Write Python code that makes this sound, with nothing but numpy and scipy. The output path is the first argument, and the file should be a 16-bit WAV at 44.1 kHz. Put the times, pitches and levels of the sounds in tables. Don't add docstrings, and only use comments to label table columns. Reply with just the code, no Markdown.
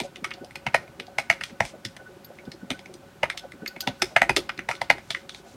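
import sys
import numpy as np
from scipy import signal
from scipy.fft import rfft, irfft
from scipy.io import wavfile
from scipy.ndimage import uniform_filter1d

SR = 44100
rng = np.random.default_rng(int(sys.argv[2]) if len(sys.argv) > 2 else 0)


def natural_amplitude(level_db):
    exponent = np.asarray(level_db, float) / 20
    return 10 ** exponent


def wav_record(signal):
    frames = np.transpose(np.atleast_2d(signal))
    bounded = np.clip(frames, -1, 1)
    quanta = np.round(bounded * 32767).astype(np.int16)
    wavfile.write(sys.argv[1], SR, quanta)


N = 245180
TOUCH_S = 0.0035
# f/Hz, width/Hz and relative level/dB (both for the murmur only)
LOW_RESONANCES = [(60, 9, -27.5), (130, 25, -51.5), (190, 19, -9.5), (250, 83, -21), (360.4, 76, -3.5),
                  (552.5, 18.6, 1.5), (735, 120, -15.5)]


def unit(x):
    return x / np.sqrt(np.mean(x ** 2))


def fade(t, t60_s):
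    return np.exp(-np.log(1000) * t / t60_s)


def resonate(x, hz, width_hz):
    b, a = signal.iirpeak(hz, hz / width_hz, fs=SR)
    return signal.lfilter(b, a, x)


def low_pass(x, order, top_hz):
    b, a = signal.butter(order, top_hz, fs=SR)
    return signal.lfilter(b, a, x)


def band_pass(x, order, low_hz, high_hz):
    return signal.sosfilt(signal.butter(order, (low_hz, high_hz), "band", fs=SR, output="sos"), x)


def smooth(x, size):
    return uniform_filter1d(uniform_filter1d(x, size=size), size=size)


def wander(x):
    return unit(smooth(x, 800))


def place(events):
    out = np.zeros(N + 2 * SR)
    for s, sound in events:
        i = int((s + 1) * SR)
        out[i:i + len(sound)] += sound
    return out[SR:SR + N]


def ring_modes(bright_hz, t):
    # f/Hz, relative level/dB, t60/s
    modes = [(60, -2, 0.14), (124.6, 6.5, 0.062), (150, -6.5, 0.018), (555, -42, 0.064), (675, 5, 0.097),
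             (700, 11, 0.043), (795, 22.5, 0.022), (933, 14.5, 0.033), (1310, 4.5, 0.031),
             (1510, 7, 0.0096), (1710, -35, 0.005), (1935, 9.5, 0.011), (2161, 17.5, 0.0094),
             (2450, 3.5, 0.024), (2867, 10, 0.0091), (3444, 27, 0.0017), (4245, 21, 0.0012),
             (5055, 13, 0.0049), (5960, 19.5, 0.00057), (7130, 4, 0.0014), (8440, 17, 0.00097),
             (10100, 2.5, 0.0039), (10800, -2, 0.0048), (14500, -13, .002)]
    hz, db, t60_s = (column[:, None] for column in np.transpose(modes))
    high = hz > 1150
    db = db + high * 14 * np.exp(-(np.log(hz / bright_hz) / 0.1) ** 2)
    db = db + 4.37 * rng.standard_normal(hz.shape)
    detune = np.where(high, 0.028, 0.011) * rng.standard_normal(hz.shape)
    crack_db, crack_t60_s = -10.5, 0.0084
    decay = fade(t, t60_s) + natural_amplitude(crack_db) * fade(t, crack_t60_s)
    return hz[:, 0], natural_amplitude(db) * np.sin(2 * np.pi * hz * (1 + detune) * t) * decay


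def strike(grit, t):
    touch_db, grit_db, blow_s = -34, -28, 0.0013
    bounce_s, bounce_db, contact_top_hz = 0.0055, -16, 9000
    after = t - TOUCH_S
    force = natural_amplitude(touch_db) * grit * (after < 0)
    force[int(TOUCH_S * SR)] += 1
    bounce_delay_s = bounce_s * natural_amplitude(1.5 * rng.standard_normal())
    force[int((TOUCH_S + bounce_delay_s) * SR)] += natural_amplitude(bounce_db)
    force = low_pass(force, 2, contact_top_hz)
    return force + natural_amplitude(grit_db) * grit * np.exp(-np.abs(after) / blow_s) * (after >= 0)


def chatter(grit):
    bunching = unit(smooth(grit[::-1], 90))
    return unit(low_pass(unit(grit * natural_amplitude(2.84 * bunching)), 1, 9700))


def stroke(part_db, bright_hz):
    # low f/Hz, high f/Hz
    parts_hz = [(25, 300), (500, 1150), (1150, 3200), (3200, 18000)]
    # level/dB, t60/s
    rattle = [(-33.5, 0.29), (-32, 0.076), (-30, 0.083), (-27.5, 0.1)]
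    grit = rng.standard_normal(SR // 5)
    t = np.arange(len(grit)) / SR
    after = t - TOUCH_S
    mode_hz, rings = ring_modes(bright_hz, t)
    force, knocks = strike(grit, t), chatter(grit)
    out = np.zeros(len(t))
    for level_db, (low, high), (rattle_db, rattle_t60_s) in zip(part_db, parts_hz, rattle):
        rattling = natural_amplitude(rattle_db) * knocks * fade(np.abs(after), rattle_t60_s) * (after >= 0)
        part_rings = rings[(mode_hz > low) & (mode_hz < high)].sum(axis=0)
        ring = signal.fftconvolve(force + rattling, part_rings)[:len(t)]
        ring = band_pass(ring, 4, low, high)
        around_blow = ring[int(TOUCH_S * SR / 2):][:SR // 80]
        out += natural_amplitude(level_db) * ring / np.sqrt(np.mean(around_blow ** 2))
    return out


def keys():
    # t/s, case level/dB, keycap level/dB, stem level/dB, favoured f/Hz
    strokes = [(0.002, -32, -31.5, -31.5, 2450), (0.1599, -65, -41, -43.5, 2650),
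               (0.2452, -40.5, -26.5, -35.5, 1490), (0.308, -49, -42, -45, 2190),
               (0.3145, -53, -33, -59.5, 2410), (0.339, -80, -65, -43.5, 4300),
               (0.447, -75, -80, -47.5, 5200), (0.5095, -52, -45.5, -52.5, 2280),
               (0.557, -41.5, -35.5, -40.5, 2450), (0.6665, -27.5, -25, -38, 2340),
               (0.7351, -95, -50, -54, 2320), (0.746, -17, -15.5, -30.5, 1850),
               (0.8788, -46, -48.5, -56.5, 2110), (1.0, -44, -35, -39.5, 2274),
               (1.069, -72, -59, -51.5, 4250), (1.1857, -25.5, -21.5, -32, 2280),
               (1.3012, -23, -13.5, -29, 2280), (1.328, -49, -31.5, -42, 2210),
               (1.4117, -43, -30, -43.5, 1510), (1.4375, -50, -33.5, -32.5, 3270),
               (1.4977, -55, -48.5, -57, 3640), (1.606, -19.5, -19.5, -32.5, 2050),
               (1.6527, -42, -39, -41.5, 2260), (1.8518, -57, -36.5, -32, 4630),
               (1.9668, -44, -43, -46, 2120), (2.2514, -67, -83, -79.5, 4700), (2.355, -80, -80, -59, 4820),
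               (2.388, -81.5, -43.5, -55, 2150), (2.454, -76, -81, -53.5, 4820),
               (2.5181, -71, -46.5, -42, 4300), (2.7053, -36, -30, -30, 2670),
               (2.7928, -50, -47, -46.5, 3400), (2.8592, -52.5, -43.5, -50, 2280),
               (2.941, -84, -53.5, -45.5, 5460), (3.233, -20, -20.5, -36.5, 1890),
               (3.3013, -48, -27, -34, 2110), (3.3765, -66, -39.5, -34.5, 3080),
               (3.521, -75, -42.5, -48.5, 2240), (3.6617, -72, -31.5, -42.5, 2330),
               (3.6742, -92, -46, -56, 4950), (3.764, -44, -39.5, -50, 2320),
               (3.807, -80, -44.5, -34, 4140), (3.8752, -26, -27, -28, 3360),
               (4.0213, -27.5, -21.5, -21, 2290), (4.1644, -17, -12.5, -29.5, 2000),
               (4.2192, -18, -14.5, -30.5, 1890), (4.2955, -21, -18, -31, 2460),
               (4.365, -66, -23.5, -23.5, 4700), (4.3697, -34.5, -29, -23, 3860),
               (4.4941, -37.5, -26.5, -38, 1490), (4.578, -80, -45.5, -45.5, 2290),
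               (4.5922, -45, -30, -45, 2065), (4.6901, -26, -25.5, -36, 1994),
               (4.7132, -36.5, -26.5, -39, 2210), (4.7532, -57.5, -44, -45, 2100),
               (4.8165, -25, -27, -34, 3120), (4.9021, -18, -11.5, -26, 1976), (4.983, -41, -43, -52, 1920),
               (5.1063, -37, -33, -27.5, 3560), (5.149, -78, -26, -40, 2090), (5.2948, -51, -42, -38, 3460),
               (5.3477, -44.5, -45.5, -42.5, 3580)]
    desk_db, desk_share = -30.5, 0.46
    sounds = []
    for s, case_db, cap_db, stem_db, bright_hz in strokes:
        part_db = (desk_db + desk_share * case_db, case_db, cap_db, stem_db)
        sounds.append((s - TOUCH_S - 0.0005, stroke(part_db, bright_hz)))
    return place(sounds)


def pings():
    # t/s, peak level/dB
    moments = [(.446, -61), (.998, -44), (1.067, -46.5), (2.246, -34), (3.677, -21.5), (3.806, -21),
               (3.995, -42)]
    # f/Hz, relative level/dB, t60/s
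    wire = [(4630, 11, 0.0057), (6570, -6.5, 0.011), (10450, -9.5, 0.012), (12060, 1.5, .012),
            (13200, -3, 0.0115), (15170, -16, .012)]
    scrape_t60_s = 0.046
    t = np.arange(SR // 8) / SR
    hz, db, t60_s = (column[:, None] for column in np.transpose(wire))
    mix_db = 5.0 * rng.standard_normal((len(moments), len(wire), 1))
    rings = (natural_amplitude(db + mix_db) * np.sin(2 * np.pi * hz * t) * fade(t, t60_s)).sum(axis=1)
    scrapes = rng.standard_normal(rings.shape) * fade(t, scrape_t60_s)
    rings = signal.fftconvolve(rings, scrapes, axes=1)[:, :len(t)]
    return place((s, natural_amplitude(peak_db) * ring / np.abs(ring).max())
                 for (s, peak_db), ring in zip(moments, rings))


def room(x):
    room_db, room_t60_s, top_hz = -22.5, 0.26, 11000
    t = np.arange(SR // 2) / SR
    tail = rng.standard_normal(len(t)) * fade(t, room_t60_s) * (t > 0.004)
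    tail = low_pass(tail, 1, top_hz)
    return natural_amplitude(room_db) * signal.fftconvolve(x, tail / np.sqrt(np.sum(tail ** 2)))[:N]


def thuds():
    # t/s, pitch f/Hz, level/dB (3 dB below the peak)
    moments = [(.011, 302, -29), (.037, 555, -30.5), (.223, 197, -35.5), (.382, 735, -39), (.415, 271, -35),
               (.438, 555, -34.5), (.671, 140, -31), (.745, 139, -35.5), (.848, 590, -40.5),
               (.998, 305, -35.5), (1.087, 735, -36.5), (1.123, 555, -41.5), (1.25, 735, -50.5),
               (1.305, 168, -41.5), (1.42, 130, -38.5), (1.447, 129, -52), (1.508, 172, -37.5),
               (1.615, 120, -28), (1.747, 500, -36.5), (1.859, 150, -32), (2.005, 494, -37.5),
               (2.308, 540, -34.5), (2.398, 420, -41), (2.439, 555, -41.5), (2.482, 203, -31),
               (2.62, 365, -52), (2.635, 204, -31.5), (2.713, 222, -26), (2.9, 455, -35), (3.025, 555, -41),
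               (3.237, 180, -37), (3.347, 640, -38), (3.442, 617, -33), (3.546, 250, -37.5),
               (3.63, 257, -32), (3.774, 198, -38.5), (3.833, 735, -37.5), (3.878, 604, -29.5),
               (3.883, 190, -27), (4.028, 328, -25), (4.12, 555, -35.5), (4.225, 202, -32.5),
               (4.3, 334, -26), (4.303, 133, -31.5), (4.374, 378, -20.5), (4.592, 190, -34.5),
               (4.82, 735, -40), (4.907, 181, -33), (5.459, 735, -39), (5.55, 234, -36.5)]
    throb_s, throb_width_hz, reach_octaves = 0.01, 86, 0.5
    t = np.arange(SR // 10) / SR
    bursts = rng.standard_normal((len(moments), len(t))) * (t / throb_s) * np.exp(-t / throb_s)
    rings = []
    for hz, _, _ in LOW_RESONANCES:
        ring = resonate(resonate(bursts, hz, throb_width_hz), hz, throb_width_hz)
        rings.append(ring / np.abs(ring).max(axis=1, keepdims=True))
    throbs = []
    for k, (s, pitch_hz, db) in enumerate(moments):
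        throb = sum(np.exp(-(np.log2(hz / pitch_hz) / reach_octaves) ** 2) * ring[k]
                    for (hz, _, _), ring in zip(LOW_RESONANCES, rings))
        throbs.append((s - 1.4 * throb_s, natural_amplitude(db) * np.sqrt(2) * throb / np.abs(throb).max()))
    return place(throbs)


def rubs():
    # t/s at the middle, length/s, level/dB at the middle
    slides = [(0.048, 0.053, -47.5), (1.468, 0.15, -52.5), (1.671, 0.12, -46), (4.058, 0.29, -55.5),
              (4.733, 0.12, -52), (5.122, 0.32, -54), (5.363, .14, -51), (5.503, 0.15, -52.5)]
    noise = band_pass(rng.standard_normal((len(slides), SR // 3)), 2, 2000, 7400)
    t = np.arange(SR // 3) / SR
    sounds = []
    for (s, length_s, db), grain in zip(slides, noise):
        swell = np.sin(np.pi * np.minimum(t / length_s, 1))
        sounds.append((s - length_s / 2, natural_amplitude(db) * unit(grain) * swell))
    return place(sounds)


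def murmur():
    shared = wander(rng.standard_normal(N))
    out = np.zeros(N)
    for hz, width_hz, db in LOW_RESONANCES:
        own = wander(rng.standard_normal(N))
        lumpy = rng.standard_normal(N) * natural_amplitude(3 * shared + 3 * own)
        out += natural_amplitude(db) * resonate(resonate(lumpy, hz, width_hz), hz, 2 * width_hz)
    return natural_amplitude(-47.5) * unit(out)


def tone():
    # t/s at the middle, level/dB (3 dB below the peak)
    swell_list = [(0.417, -47), (2.003, -45.5), (2.071, -44.5), (2.478, -49), (2.624, -52), (2.752, -43.5),
                  (3.439, -49), (3.626, -46), (3.715, -48.5), (3.839, -41.5)]
    tone_hz, width_hz, tone_db, swell_s = 1490, 9.9, -59.5, 0.013
    t = np.arange(N) / SR
    line = resonate(rng.standard_normal(N), tone_hz, width_hz)
    line = resonate(line, tone_hz, 4.1 * width_hz)
    steady = natural_amplitude(tone_db + 2.8 * wander(rng.standard_normal(N))) * unit(line)
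    swells = sum(natural_amplitude(db) * np.exp(-((t - s) / swell_s) ** 2) for s, db in swell_list)
    return steady + swells * np.sqrt(2) * line / np.abs(signal.hilbert(line))


def hiss():
    # f/Hz, relative level/dB per Hz
    shape = [(15, -69), (25, -51.5), (43, 8.5), (229, 13), (463, -7), (560, 9.5), (641, -2.5), (714, 5),
             (1040, 0.5), (1480, 0.5), (1740, -3), (4610, -11), (16000, -21.5)]
    f = np.maximum(np.fft.rfftfreq(N, 1 / SR), 1)
    hz, db = np.transpose(shape)
    gain = natural_amplitude(np.interp(np.log(f), np.log(hz), db))
    return natural_amplitude(-46) * unit(irfft(rfft(rng.standard_normal(N)) * gain, N))


def suppress(x):
    least_db, hold_s, margin_db = -6, 0.025, 3.5
    frames = signal.stft(x, nperseg=512)[2]
    keep = np.exp(-256 / SR / hold_s)
    power = uniform_filter1d(np.abs(frames) ** 2, size=11, axis=-2)
    floor = np.percentile(power, 30, axis=-1, keepdims=True)
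    held = signal.lfilter([1 - keep], [1, -keep], np.minimum(power, 300 * floor), axis=-1)
    gain = 1 - natural_amplitude(2 * margin_db) * floor / np.maximum(held, power)
    gain = np.clip(gain, natural_amplitude(least_db), 1)
    return signal.istft(frames * gain, nperseg=512)[1][..., :N]


def scene():
    typed = keys() + pings()
    return (typed + room(typed) + thuds() + rubs() + murmur() + tone() + hiss())[None]


def roll_off(x):
    return signal.sosfilt(signal.butter(12, 16450, fs=SR, output="sos"), x)


def record(dry):
    low_hz, top_hz = 51, 15800
    heard = signal.sosfilt(signal.butter(2, low_hz, "high", fs=SR, output="sos"), dry)
    heard = signal.sosfilt(signal.ellip(8, 0.2, 50, top_hz, fs=SR, output="sos"), heard)
    clipped = np.clip(suppress(heard), -1, 1)
    return roll_off(clipped)


dry = scene()
out = record(dry)
wav_record(out)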